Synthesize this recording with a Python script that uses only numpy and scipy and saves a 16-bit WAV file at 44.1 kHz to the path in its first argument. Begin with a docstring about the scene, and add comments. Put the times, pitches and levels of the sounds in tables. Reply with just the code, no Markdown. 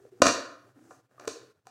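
"""A thin metal lid, handled close up in a small, quiet, hard-walled room.
It clacks down once and rattles, fingers rub and nudge it, then a few light ticks lead to a smaller snap.
Each blow is a thump, a crack and a short ring; each rub is skin slipping over the metal in tiny jerks.
The hand damps the metal, so the room carries the tails; a noise gate pulls the hiss down in the pauses."""
import sys
import numpy as np
from scipy import signal
from scipy.fft import rfft, irfft
from scipy.io import wavfile
from scipy.ndimage import uniform_filter1d, minimum_filter1d

SR = 44100
rng = np.random.default_rng(int(sys.argv[2]) if len(sys.argv) > 2 else 0)


def store_pcm(level_fs):
    """Save levels as 16-bit WAV."""
    pcm = np.round(np.clip(level_fs, -1, 1) * 32767).astype(np.int16)
    wavfile.write(sys.argv[1], SR, np.atleast_2d(pcm).T)


N = 74970

# Room tone. Each row: frequency in Hz, relative level in dB.
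ROOM_TONE_EQ = [(25, -21.5), (60, -12.5), (93, -4.5), (105, 0), (120, 9), (140, -5), (170, -7.5),
                (400, -11), (1000, -20), (3000, -25.5), (7000, -28.5), (15000, -35)]
# Finger strokes. Each row: start and length in seconds, pitch of the pressed lid in Hz,
# then groan, scrape and hiss levels in dB.
FINGER_RUBS = [(-.05, .15, 399, -58.5, -69, -80.5), (0.112, 0.035, 387, -54.5, -74, -87.5),
               (0.154, 0.13, 480, -62.5, -66, -80), (0.64, 0.084, 381.6, -66.5, -67, -84),
               (0.748, 0.12, 288.7, -54.5, -65, -81.5), (0.808, 0.13, 343.8, -59.5, -66.5, -75.5),
               (0.891, 0.078, 350.7, -70.5, -74, -69), (1.085, .1, 400, -84, -65.5, -84),
               (1.198, 0.071, 423, -62, -52, -80), (1.544, 0.061, 113, -72, -72.5, -91)]
# The midrange scrape of skin. Each row: frequency in Hz, relative level in dB.
SCRAPE_EQ = [(100, -22.5), (300, -2), (520, 3), (760, 2), (950, -9.5), (1400, -2), (1850, -8.5),
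             (2050, -16), (2700, -19), (3200, -31.5), (5000, -32.5)]
# The airy top of a rub. Each row: frequency in Hz, relative level in dB.
HISS_EQ = [(1000, -25), (3500, -23), (5000, -6.5), (5900, -0.5), (7400, 0), (9500, -8), (15000, -19.5)]
# Hits on the lid. Each row: start in seconds, thump pitch in Hz, thump level in dB, gains in dB for
# the metal's body, its bright click and its top (relative to the click), longest smear in seconds.
LID_BLOWS = [(.052, 480, -39.5, -88, -85, 0, 0.00099), (.203, 274, -30, -66, -85, -18, 0.0008),
             (.2185, 288, -12.5, -6, -13, -4.5, 0.0039), (.2208, 512, -6.5, -14, -14, -7.5, 0.0039),
             (.256, 278, -35, -15, -24, 3, 0.0033), (.2628, 650, -21, -15, -19.5, -10, 0.0076),
             (0.2665, 267, -14.5, -13.5, -13.5, -11, 0.0064), (0.2811, 290, -25, -16, -19.5, -3, .006),
             (0.2865, 660, -34, -19, -25.5, -9, .006), (0.9059, 753, -43.5, -40.5, -58, 6, 0.0095),
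             (.916, 500, -47, -44.5, -77, 3, 0.0045), (1.094, 400, -74, -66, -70, 3, 0.0072),
             (1.180, 1200, -42.5, -52, -76, -1, 0.0032), (1.196, 480, -44.5, -40, -46, -4, 0.00542),
             (1.2525, 792, -49.5, -44.5, -52, 6, 0.0037), (1.2745, 340, -25.5, -39, -35, 4, 0.0029),
             (1.277, 431, -20.5, -28.5, -27.5, 2.5, 0.0045), (1.654, 1000, -59.5, -63, -68, 6, 0.0032),
             (1.669, 748, -39.5, -45, -49, 8, 0.00284)]
# Modes of the hand-held lid. Each row: frequency in Hz, relative level in dB, seconds to fall 60 dB.
LID_MODES = [(480, -10, 0.033), (590, -5.5, .03), (669, -11.5, .06), (1068, -7, .035), (1221, -6, 0.037),
             (1366, -6.5, 0.023), (1704, -11.5, .03), (2378, -11, .02), (2773, -13, 0.024),
             (3780, -17, .015), (4517, -14.5, 0.021), (5740, -14, 0.027), (6335, -10, .012),
             (7336, -15.5, 0.015), (8300, -25.5, .015)]
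# Contact noise, shaped by the lid's broad resonances. Each row: frequency in Hz, relative level in dB.
CRACK_EQ = [(30, -24.5), (60, -22), (105, 1.5), (165, -18), (270, 1.5), (355, -6), (440, 2.5), (660, 3.5),
            (840, -8.5), (1030, 5), (1450, 2.5), (1800, 0), (2050, -7.5), (2380, -1.5), (2850, -3),
            (3130, -10), (3750, -4), (4500, -0.5), (5050, -8), (5700, 0.5), (6400, -1), (7400, -2.5),
            (8300, -8), (10500, -18.5), (15500, -30)]
# The room's decay. Each row: frequency in Hz, seconds to fall 60 dB.
REVERB_T60 = [(100, 0.08), (300, 0.63), (650, 0.58), (1400, 0.6251), (2500, 0.4776), (4600, 0.4654),
              (7500, 0.3519), (12000, 0.44)]
# The room's colour. Each row: frequency in Hz, relative level in dB.
REVERB_EQ = [(50, -7), (100, 3.5), (170, -7), (280, 1), (370, 0), (440, -2.5), (580, -2.5), (665, -0.5),
             (830, -3), (1000, -1.5), (1200, -2.5), (1500, 0), (1800, 1.5), (2100, 1), (2500, 2), (3150, 4),
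             (4500, 6.5), (5200, 6), (7000, 5), (13000, 0)]


def amp(db):
    """Decibels to gain."""
    return 10 ** (np.asarray(db) / 20)


def unit(x):
    """Scales to rms 1."""
    return x / np.sqrt(np.mean(x ** 2) + 1e-20)


def curve_at(points, hz):
    """Reads a curve on a log-frequency axis."""
    freqs, values = np.transpose(points)
    return np.interp(np.log(hz + 1), np.log(freqs + 1), values)


def add(mix, start_s, sound):
    """Drops a sound into the mix, trimming any overhang."""
    at = round(start_s * SR)
    sound = sound[max(-at, 0):]
    part = mix[max(at, 0):][:len(sound)]
    part += sound[:len(part)]


def equalise(x, eq, size=4096):
    """Colours a sound with a causal filter of unit energy."""
    log_gain = np.log(amp(curve_at(eq, abs(np.fft.fftfreq(size, 1 / SR)))))
    minimum_phase = np.exp(np.conj(signal.hilbert(log_gain)))
    taps = np.fft.ifft(minimum_phase).real[:size // 2]
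    return signal.fftconvolve(x, taps / np.linalg.norm(taps))[:len(x)]


def room_tone(level_db=-67):
    """A faint bed of noise with a low hum in it."""
    return amp(level_db) * unit(equalise(rng.standard_normal(N), ROOM_TONE_EQ))


def finger_rub(length_s, pitch_hz, groan_db, scrape_db, hiss_db, slips_per_s=600, groan_width_hz=62):
    """Skin slips over the metal in tiny jerks, which make the lid groan, scrape and hiss."""
    t = np.arange(SR // 4) / SR
    slips = rng.standard_normal(len(t)) * (rng.random(len(t)) < slips_per_s / SR)
    resonance = t * np.exp(-np.pi * groan_width_hz * t) * np.sin(2 * np.pi * pitch_hz * t)
    groan = unit(signal.fftconvolve(slips, resonance)[:len(t)])
    scrape = unit(equalise(slips, SCRAPE_EQ))
    hiss = unit(equalise(rng.standard_normal(len(t)), HISS_EQ))
    stroke = np.sqrt(abs(np.sin(np.pi * np.minimum(t / length_s, 1))))
    return stroke * (amp(groan_db) * groan + amp(scrape_db) * scrape + amp(hiss_db) * hiss)


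def lid_blow(thump_hz, thump_db, body_db, click_db, top_db, smear_s, thump_t60_s=0.039):
    """One contact: a hollow thump, plus a crack and the metal's damped ring, smeared as the rim scuffs."""
    t = np.arange(SR // 5) / SR
    freqs = np.fft.rfftfreq(len(t), 1 / SR)
    mode_hz, mode_db, t60_s = np.transpose(LID_MODES)[:, :, None]
    modes = amp(mode_db - 60 * t / t60_s) * np.cos(2 * np.pi * mode_hz * t)
    ring = modes.sum(0) * (1 - np.exp(-t / 0.00081))  # attack under a millisecond
    crack = equalise(1. * (t == 0), CRACK_EQ)
    strike = amp(-3.5) * ring + amp(19) * crack
    # The scuff gives each band its own random delay.
    band_lags = smear_s * rng.random(90)
    lag_s = np.interp(freqs, np.linspace(0, SR / 2, len(band_lags)), band_lags)
    scuff = np.exp(-2j * np.pi * np.cumsum(lag_s) * freqs[1])
    tilt_eq = [(1400, body_db), (3400, click_db), (6200, click_db), (16000, click_db + top_db)]
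    metal = irfft(rfft(strike) * scuff * amp(curve_at(tilt_eq, freqs)), len(t))
    thump_envelope = amp(thump_db - 60 * t / thump_t60_s) * (1 - np.exp(-t / 0.0008))
    thump = thump_envelope * np.sin(2 * np.pi * thump_hz * t)
    return thump + metal * (t < t[-1] / 2)


def room_reverb(x, wet_db=-3.5, predelay_s=0.0044):
    """Dense reflections off hard walls, each band dying at its own speed."""
    reflections = rng.choice([-1., 1.], SR) * (rng.random(SR) < .15)
    hz, t, bands = signal.stft(reflections, SR, nperseg=256)
    decay = amp(-60 * t / curve_at(REVERB_T60, hz)[:, None])
    tail = signal.istft(bands * decay, SR, nperseg=256)[1]
    tail *= np.clip(np.arange(len(tail)) / SR / predelay_s - 1, 0, 1)  # a gap, then a quick fade-in
    response = equalise(tail / np.linalg.norm(tail), REVERB_EQ)
    return amp(wet_db) * signal.fftconvolve(x, response)[:N]


def scene():
    """Blows and rubs on the lid, with reverb and room tone, in mono."""
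    lid = np.zeros(N)
    for start_s, *blow in LID_BLOWS:
        add(lid, start_s, lid_blow(*blow))
    for start_s, *rub in FINGER_RUBS:
        add(lid, start_s, finger_rub(*rub))
    return (lid + room_tone() + room_reverb(lid))[None]


def record(dry):
    """The microphone's bass roll-off, a soft noise gate that ducks the quietest moments, and a high cut."""
    low_cut_hz, high_cut_hz = 75.6, 16000
    threshold_db, depth_db, slope, window_s, hold_s = -61, 14, 3.45, 0.023, 0.012
    sound = signal.sosfilt(signal.butter(2, low_cut_hz, "high", fs=SR, output="sos"), dry)
    power = uniform_filter1d(sound[0] ** 2, int(window_s * SR))
    level_db = 10 * np.log10(abs(power) + 1e-14)
    duck_db = np.clip(slope * (threshold_db - level_db), 0, depth_db)
    half_hold = int(hold_s * SR / 2)
    held_db = minimum_filter1d(duck_db, 2 * half_hold + 1, origin=half_hold)
    gated = sound * amp(-uniform_filter1d(held_db, size=600))  # eases open and shut
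    high_cut = signal.firwin(511, high_cut_hz, window=("kaiser", 9), fs=SR)
    return signal.oaconvolve(gated, high_cut[None], "same")


dry = scene()
out = record(dry)
store_pcm(out)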